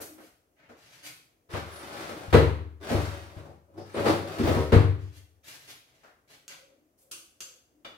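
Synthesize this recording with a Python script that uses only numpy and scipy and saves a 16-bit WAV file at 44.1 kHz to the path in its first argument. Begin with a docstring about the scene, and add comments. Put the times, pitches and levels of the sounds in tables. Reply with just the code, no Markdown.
"""Hands brush and bump things on a counter, then a wooden kitchen cupboard slides open and bangs on its stop.
Things are shifted inside; it rumbles shut on sticking, slipping runners and bangs again, panels and
carcass ringing. Then, close by, hands rustle over the stone counter and a knife clicks on the stone
as it comes through dough. Heard in a hard, tiled kitchen that rings after everything, over a faint hum,
from a pair of microphones 18 cm apart."""
import sys
import numpy as np
from scipy import signal
from scipy.fft import rfft, irfft
from scipy.io import wavfile
from scipy.ndimage import uniform_filter1d

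SR = 44100
rng = np.random.default_rng(int(sys.argv[2]) if len(sys.argv) > 2 else 0)


def output_pcm(signal):
    """Save a mono or channel-first signal as 16-bit PCM at the path in sys.argv[1].

    Samples are clipped to [-1, 1] before scaling.
    """
    pcm = np.clip(np.atleast_2d(signal).T, -1, 1) * 32767
    wavfile.write(sys.argv[1], SR, np.round(pcm).astype(np.int16))


N = 351469
HZ = np.fft.rfftfreq(N, 1 / SR)
TIME = np.arange(N) / SR
USUAL_DB = -43  # an ordinary slide or stroke

# Knocks at the cupboard. Each row: start in seconds, then clack, boom, thud and hardness in relative dB.
CUPBOARD_KNOCKS = [(1.491, -46.5, -59.5, -60, 2), (1.536, -34.5, -36, -46.5, 8.5),
                   (2.085, -39.5, -52.5, -34, 0.5), (2.28, -60, -40, -57.5, -6.5),
                   (2.328, -17, -24, -19, 2), (2.341, -15, -16, -15, -1), (2.907, -27.5, -34, -19.5, -9.5),
                   (2.946, -41, -26, -54, 10), (3.365, -51, -42, -42, 8), (3.775, -44.5, -64, -44.5, -14),
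                   (3.942, -29.5, -62, -42.5, -2.5), (3.968, -28.5, -52, -25.5, 1.5),
                   (4.056, -21.5, -55, -21.5, 2.5), (4.394, -25, -32.5, -14.5, -45),
                   (4.437, -30.5, -28.5, -45, 0), (4.472, -22, -26, -21, -3.5),
                   (4.56, -36.5, -27.5, -16, 5.5), (4.721, -18, -31.5, -15, -0.5),
                   (4.73, -21.5, -18, -17.5, -1), (4.762, -37, -15, -13.5, -22.5)]
# The tone of a wooden clack. Each row: frequency in Hz, level in dB.
WOOD_TONE = [(40, -23), (130, -7.5), (220, -8.5), (330, 0), (470, 3), (680, -9), (1000, -9.5),
             (1400, -12.5), (2000, -16), (2800, -22), (4200, -25), (5500, -34.5), (10000, -40),
             (16000, -47)]
def cupboard_knocks():
    """Wood strikes wood; the microphones get far more room than direct sound."""
    return blows(CUPBOARD_KNOCKS, WOOD_TONE, direct=0.2, gain_db=33.5, sizzle_db=-0.5, contact_s=0.0095)


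# Modes of the cupboard's carcass and panels. Each row: pitch in Hz, level in dB, 60 dB decay in seconds.
CARCASS_MODES = [(52, -13, .14), (65, -21, .5), (77.37, -2, .85), (92.04, -5.5, .7), (98.45, 2, .6),
                 (104, -7.5, 0.2), (121, -10, 0.6), (145.2, -4, .45), (157.2, -11, .25)]
PANEL_MODES = [(237.4, 9.5, 0.14), (277, -5, 0.35), (298.4, -6, 0.65), (344.2, -3.5, 0.25),
               (384.3, -7.5, 0.6), (400, -6.5, 0.14), (458.7, 0, 0.39), (523, -8.5, 0.54), (832, -8, 0.13),
               (954, -11.5, 0.33), (1078, -14.5, 0.28), (1277, -16, .35), (1830, -28, 0.58),
               (2060, -23.5, 0.14)]
def blows(rows, tone, direct, gain_db, sizzle_db, contact_s, firm_db=-22, dull_s=0.008):
    """Each blow clacks into the room, while the panels thud and the carcass booms."""
    out, hz = np.zeros((2, N)), np.fft.rfftfreq(4096, 1 / SR)
    boom = body(CARCASS_MODES, swell_s=0.003, lag=0.7)
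    norm = np.linalg.norm(pulse(curve(tone, hz)))
    for start, db, boom_db, thud_db, hard_db in rows:
        # weak blows stay longer in contact and lose their first tick
        contact = contact_s * amp(firm_db - db) ** 0.57
        room = kitchen(direct * np.exp(-contact / dull_s), contact)
        # hard blows are brighter, in clack and panels alike
        edge = [(380, 0), (1100, hard_db), (3500, hard_db), (9000, sizzle_db + 1.1 * hard_db)]
        clack = pulse(curve(tone, hz) + curve(edge, hz)) / norm
        add(out, start, amp(db + gain_db) * convolve(clack, room))
        panels = [(f, mode_db + curve(edge, f), t60) for f, mode_db, t60 in PANEL_MODES]
        thud = body(panels, swell_s=contact, lag=0.6)
        add(out, start, amp(boom_db) * boom + amp(thud_db - 7) * thud)
    return out


# Modes of the end stop. Each row: pitch in Hz, level in dB, 60 dB decay in seconds.
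STOP_MODES = [(147.8, -3, .45), (158.5, -4.5, 0.33), (469, 0, .3), (522.3, -6, .3), (1260, -13.5, .35),
              (1900, -16, .4), (1990, -15.5, .38)]
def end_stop(start=2.337, db=-18):
    """Struck once, at full opening, the stop rings with its own hollow notes."""
    out = np.zeros((2, N))
    add(out, start, amp(db) * body(STOP_MODES, swell_s=0.005, lag=0.7))
    return out


# Three slides: open, eased back, shut.
# Each row: time in seconds, effort in dB, extra weight of the rumble in dB.
SLIDE_MOVES = [
    [(1.485, -48.5, -6.5), (1.55, -37, 2), (1.61, -57.5, 4), (1.72, -47, -3), (1.88, -45, 1),
     (2.08, -42.5, 0.5), (2.13, -46.5, 0.5), (2.23, -49, 5.5), (2.31, -53, -2)],
    [(2.8, -57, 10), (2.835, -42, 2), (2.96, -35, 9.5), (3.05, -46, -3), (3.14, -45.5, 1),
     (3.24, -53, -1.5), (3.4, -58.5, 10), (3.5, -67, 18.5), (3.6, -89, 4.5)],
    [(3.66, -89, 24.5), (3.785, -55.5, 16), (3.85, -63, 3), (3.925, -49.5, 0), (3.965, -39, 12.5),
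     (4.035, -44, 12), (4.08, -26.5, 8), (4.16, -53.5, 10), (4.26, -43.5, 5.5), (4.4, -38, 2),
     (4.47, -30.5, 8), (4.53, -40.5, 10), (4.6, -43, 3.5), (4.71, -56, 4)],
]
# The tone of the runners. Each row: frequency in Hz, level in dB.
RUNNER_TONE = [(70, -35.5), (130, -4), (220, -9), (340, -0.5), (450, -5.5), (600, -4), (900, -7.5),
               (1400, -7.5), (2000, -12.5), (2800, -15.5), (4700, -19), (7000, -25.5), (10000, -27.5),
               (15500, -34.5)]
def sliding():
    """Wood drags on its runners: rumble, scrape and hiss grow with effort, and squeaks break through."""
    rumble, scrape, hiss = gains = np.zeros((3, N))
    for move in SLIDE_MOVES:
        times, effort, weight = np.transpose(move)
        levels = [effort + weight - 3, effort - 1, -55 + 0.93 * (effort - USUAL_DB)]
        gains += amp([np.interp(TIME, times, db, left=-np.inf, right=-np.inf) for db in levels])
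    return box_groan(rumble) + squeaks() + friction(
        [rumble, scrape, hiss], [900, 6000], RUNNER_TONE,
        slips_per_s=700, spread_db=3.5, gain_db=0.5, direct=0.2, judder_db=2.5)


# Modes of the panels, shaken by the sliding. Each row: pitch in Hz, level in dB, 60 dB decay in seconds.
SHAKEN_PANEL_MODES = [(335.2, -5.5, 0.25), (387.5, -0.5, 0.099), (460, -7.5, 0.096), (564, 1.5, 0.16),
                      (686, -6.5, 0.11)]
def box_groan(rumble):
    """The sliding keeps the carcass shaking and sets the panels groaning."""
    out = np.zeros((2, N))
    for modes, db in [(CARCASS_MODES, -10), (SHAKEN_PANEL_MODES, -4)]:
        shake = rng.standard_normal(N) * rumble
        response = body(modes, swell_s=0.01, lag=0.67)
        out += amp(db) * convolve(shake, response / np.linalg.norm(response[0]))
    return out


# Thin squeaks at the runners. Each row: start and length in seconds, pitch and width in Hz, level in dB.
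RUNNER_SQUEAKS = [(1.705, 0.12, 10250, 1100, -54), (3.765, 0.079, 5100, 500, -60),
                  (3.933, 0.026, 8900, 300, -52.5), (4.057, 0.027, 4600, 300, -36.5),
                  (4.435, 0.054, 15200, 600, -49)]
def squeaks():
    """Stick-slip chatter in one narrow resonance of a runner."""
    out = np.zeros((2, N))
    for start, length, hz, width, db in RUNNER_SQUEAKS:
        size = round(length * SR)
        resonance = 1 / (1 + ((np.fft.rfftfreq(SR, 1 / SR) - hz) / width) ** 2)
        chatter = unit(irfft(rfft(rng.standard_normal(SR)) * resonance))
        squeak = chatter[:size] * signal.windows.tukey(size, 0.4)
        add(out, start, amp(db) * convolve(squeak, kitchen(direct=0.28)))
    return out


# Bumps at the counter. Each row: start in seconds, then clack, boom, thud and hardness in relative dB.
COUNTER_BUMPS = [(.002, -38, -61, -54, -3.5), (.18, -46.5, -85, -55, -1), (.69, -46.5, -68.5, -49, -0.5),
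                 (5.674, -52, -84, -76, -10), (6.033, -54, -87, -78, 8), (7.847, -45, -96, -72, 4)]
# The tone of a bump. Each row: frequency in Hz, level in dB.
COUNTER_TONE = [(30, -45), (60, -23), (180, 2.5), (320, 10), (600, 13.5), (1000, 4.5), (1400, 8.5),
                (2200, 0), (3600, -8), (6000, -1.5), (16000, -5)]
def counter_bumps():
    """Things bump lightly on the stone, and the cupboard answers faintly."""
    return blows(COUNTER_BUMPS, COUNTER_TONE, direct=0.28, gain_db=32, sizzle_db=-17, contact_s=0.0027)


# Cuts, close to the microphones. Each row: start in seconds, ring and click in relative dB,
# direct sound as a ratio to the room, tilt of the ring in dB per octave.
KNIFE_CUTS = [(6.48, -49.5, -51, 0.5, 3.5), (7.113, -48, -40, .1, -4.5), (7.405, -42.5, -43.5, 0.19, 2.5)]
# The tone of the click on stone. Each row: frequency in Hz, level in dB.
CLICK_TONE = [(88, -64), (150, -8), (230, -24), (346, 0.5), (572, -51), (681, -16), (1450, 3.5),
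              (1870, -14.5), (2860, 3.5), (3620, -4), (4750, -1), (7130, -0.5), (9180, 1), (15500, -12)]
# Modes of blade and handle. Each row: pitch in Hz, level in dB, 60 dB decay in seconds.
BLADE_MODES = [(1364, -6, .015), (2820, -7, 0.076), (3260, -17, 0.057), (3520, -8.5, 0.049),
               (4910, -2.5, 0.023), (6380, 0, 0.021), (6700, 1.5, 0.02), (7430, -3.5, .025),
               (7890, -5.5, 0.017), (9200, -16, .01), (11500, -14, .01), (13750, -11, .005)]
HANDLE_MODES = [(353, -18, 0.052), (1314, -3, 0.038), (2390, -1, 0.021), (2950, 0, 0.022),
                (3490, 5.5, 0.016), (4500, -7, 0.022)]
def knife(gain_db=33, handle_s=7.848, handle_db=-44.5):
    """The blade clicks on the stone, each angle colouring its brief ring; then the handle knocks."""
    out = np.zeros((2, N))
    click = pulse(curve(CLICK_TONE, np.fft.rfftfreq(16384, 1 / SR)))
    click /= np.linalg.norm(click)
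    for start, ring_db, click_db, direct, tilt in KNIFE_CUTS:
        blade = ring([(hz, db + tilt * np.log2(hz), t60) for hz, db, t60 in BLADE_MODES], size=8192)
        hit = amp(ring_db) * blade / np.linalg.norm(blade) + amp(click_db) * click
        add(out, start, convolve(hit, kitchen(direct, early=0.35)))
    handle = ring(HANDLE_MODES, size=8192)
    handle *= amp(handle_db) / np.linalg.norm(handle)
    add(out, handle_s, convolve(handle, kitchen(direct=0.15)))
    return amp(gain_db) * out


# Strokes over the counter, close by.
# Each row: start and length in seconds, level in dB, hiss in dB above that level.
HAND_STROKES = [(0, 0.027, -55, 15), (0.186, 0.1, -65.5, 2), (0.556, 0.13, -58.5, -46),
                (0.736, 0.32, -57, -9), (1.024, 0.077, -46.5, -3), (4.962, 0.16, -62, -11),
                (5.114, 0.075, -59.5, -1.5), (5.426, 0.14, -47.5, -5), (5.595, 0.068, -56, -5.5),
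                (5.666, 0.053, -45.5, -4.5), (5.8, 0.31, -69, -9.5), (6.269, 0.094, -58, -7.5),
                (6.476, 0.062, -47.5, -12), (6.97, 0.065, -82.5, 19)]
# The tone of hands and sleeves. Each row: frequency in Hz, level in dB.
CLOTH_TONE = [(71, -30), (120, 2.5), (250, -20), (300, -1), (367, -11.5), (552, -6), (1190, -8.5),
              (1830, -4.5), (4960, -5), (12100, 0), (15500, -8.5)]
def hands():
    """Hands and sleeves rub the stone: each stroke rises, presses a little harder and lets go."""
    gains = np.zeros((4, N))
    for start, length, db, hiss_db in HAND_STROKES:
        progress = np.clip((TIME - start) / length, 0, 1)
        pressure = amp(1.5 * (progress - 0.5)) * envelope(start, length, 0.22 * length, 0.3 * length)
        # low to high: body, brush, sheen, hiss
        levels = [-56.5 + 0.58 * (db - USUAL_DB), db - 4, db + 0.36 * hiss_db, db + hiss_db]
        gains += amp(levels)[:, None] * pressure
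    return friction(gains, [900, 2600, 6000], CLOTH_TONE,
                    slips_per_s=4500, spread_db=0, gain_db=0.3, direct=0.35, judder_db=4)


def friction(gains, splits_hz, tone, slips_per_s, spread_db, gain_db, direct, judder_db, judder_hz=35):
    """Countless tiny slips of uneven size; each band between the splits swells with its own gain."""
    sizes = rng.standard_normal(N) * amp(spread_db * np.minimum(rng.exponential(1, N), 3))
    slips = sizes * (rng.random(N) < slips_per_s / SR)
    spectrum = rfft(slips) * amp(curve(tone, HZ))
    highpasses = [1 / (1 + (hz / (HZ + 1)) ** 6) for hz in splits_hz]
    bands = -np.diff(highpasses, axis=0, prepend=1, append=0)
    rub = sum(unit(irfft(spectrum * band, N)) * gain for band, gain in zip(bands, gains))
    # uneven grip makes the level judder
    grip = unit(irfft(rfft(rng.standard_normal(N)) * (HZ < judder_hz), N))
    rub *= unit(amp(judder_db * np.tanh(grip)))
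    # the rubbing spot moves, so three room responses take turns
    turns = [np.sqrt(2 / 3) * np.cos(2 * np.pi * (3.1 * TIME + k / 3)) for k in range(3)]
    return amp(gain_db) * sum(convolve(rub * turn, kitchen(direct)) for turn in turns)


# The ring of the tiled kitchen. Each row: frequency in Hz, 60 dB decay in seconds.
KITCHEN_DECAY = [(100, 0.75), (400, 0.3564), (1100, 0.5264), (3000, 0.51), (7000, 0.46), (15000, 0.5)]
def kitchen(direct, rise_s=0.00058, early=0.5, early_s=0.014):
    """The room's response at the pair: a direct pulse, early echoes off the tiles and a dense tail."""
    hz, t, noise = signal.stft(diffuse(size=32768), SR, nperseg=256)
    t60 = curve(KITCHEN_DECAY, hz)[:, None]
    decay = np.exp(-np.log(1000) * t / t60) * (1 + early * np.exp(-t / early_s))
    spectrum = rfft(signal.istft(noise * decay, SR, nperseg=256)[1])
    power = uniform_filter1d((abs(spectrum) ** 2).mean(0), size=121)
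    tail = irfft(spectrum / np.sqrt(power))[:, :SR * 2 // 3]
    tail *= np.sqrt(1 - np.exp(-TIME[:tail.shape[1]] / rise_s))
    tail[:, 0] += direct
    return tail / np.sqrt(1 + direct ** 2)


# Room tone, all around the microphones. Each row: frequency in Hz, relative level in dB.
AIR_TONE = [(24, -45), (40, -8), (80, -7.5), (192, -15), (301, -8), (740, -14), (859, -20.5), (1910, -25.5),
            (4130, -34), (6320, -29), (7710, -31.5), (15500, -30)]
# Swells of hum. Each row: start and length in seconds, pitch in Hz, level in dB.
HUM_SWELLS = [(0, 0.32, 309, -54.5), (6.443, 0.38, 543, -66), (6.668, 0.26, 291, -68.5),
              (7.002, 0.27, 523, -70.5), (7.1, .17, 317, -63.5), (7.386, 0.23, 522, -68),
              (7.664, 0.46, 297, -69.5)]
def room_tone(air_db=-72, hum_fade_s=0.11, hum_width=0.046):
    """Quiet room air, and a faint wavering hum that comes and goes in narrow bands."""
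    air = rfft(diffuse(size=N))
    out = amp(air_db) * unit(irfft(air * amp(curve(AIR_TONE, HZ)), N))
    for start, length, hz, db in HUM_SWELLS:
        hum = unit(irfft(air / (1 + ((HZ - hz) / (hum_width * hz)) ** 2), N))
        out += amp(db) * envelope(start, length, hum_fade_s, hum_fade_s) * hum
    return out


def diffuse(size, spacing_m=0.18):
    """Noise from all sides at two microphones: alike in the bass, unrelated in the treble."""
    hz = np.fft.rfftfreq(size, 1 / SR)
    left, other = rfft(rng.standard_normal((2, size)))
    coherence = np.sinc(2 * hz * spacing_m / 343)
    right = coherence * left + np.sqrt(1 - coherence ** 2) * other
    return irfft(np.array([left, right]), size)


def ring(modes, size, phase=0):
    """Dying sines of a struck object."""
    t = TIME[:size]
    return sum(amp(db) * np.exp(-np.log(1000) * t / t60) * np.sin(2 * np.pi * hz * t - phase)
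               for hz, db, t60 in modes)


def body(modes, swell_s, lag):
    """Modes that build up and reach the right microphone `lag` radians late."""
    pair = np.array([ring(modes, size=SR), ring(modes, size=SR, phase=lag)])
    return pair * (1 - np.exp(-TIME[:SR] / swell_s))


def pulse(spectrum_db):
    """The shortest one-sided pulse that has this spectrum."""
    cepstrum = irfft(np.log(amp(np.maximum(spectrum_db, -100))))
    half = len(cepstrum) // 2
    cepstrum[1:half] *= 2
    cepstrum[half + 1:] = 0
    return irfft(np.exp(rfft(cepstrum)))[:half]


def envelope(start, length, rise, release):
    """Attack, hold and release, in seconds."""
    return np.clip((TIME - start) / rise, 0, 1) * np.clip((start + length - TIME) / release, 0, 1)


def convolve(mono, response):
    """Plays a mono sound through a stereo response."""
    return signal.fftconvolve(mono[None], response, axes=1)[:, :N]


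def amp(db):
    """Decibels to gain."""
    return 10 ** (np.asarray(db) / 20)


def unit(x):
    """Scales to rms 1."""
    return x / np.sqrt(np.mean(x ** 2) + 1e-20)


def curve(points, hz):
    """Reads (Hz, value) points on a log-frequency axis."""
    f, value = np.transpose(points)
    return np.interp(np.log(hz + 1), np.log(f), value)


def add(mix, start, sound):
    """Mixes a stereo sound in at `start` seconds."""
    part = mix[:, round(start * SR):][:, :sound.shape[1]]
    part += sound[:, :part.shape[1]]


def scene():
    """Cupboard, counter, knife and hands in one kitchen."""
    cupboard = cupboard_knocks() + end_stop() + sliding()
    return cupboard + counter_bumps() + knife() + hands() + room_tone()


# Balance of the microphone pair. Each row: frequency in Hz, left minus right in dB.
PAIR_BALANCE = [(110, 6), (200, 4.5), (380, -0.5), (700, 5), (1300, 0.96), (2400, 0), (4400, 1.7),
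                (15000, -1.5)]
def record(dry, low_hz=42, top_hz=15850, ceiling=0.9):
    """The left microphone takes more bass; deep rumble is cut, peaks are rounded, the very top is cut."""
    balance_db = np.array([[0.5], [-0.5]]) * curve(PAIR_BALANCE, HZ)
    tilted = irfft(rfft(dry) * amp(balance_db), N)
    cut = signal.sosfilt(signal.butter(2, low_hz, "highpass", fs=SR, output="sos"), tilted)
    rounded = cut / (1 + (cut / ceiling) ** 6) ** (1 / 6)
    lowpass = signal.firwin(511, top_hz, window=("kaiser", 9), fs=SR)
    return signal.oaconvolve(rounded, lowpass[None], "same")


dry = scene()
out = record(dry)
output_pcm(out)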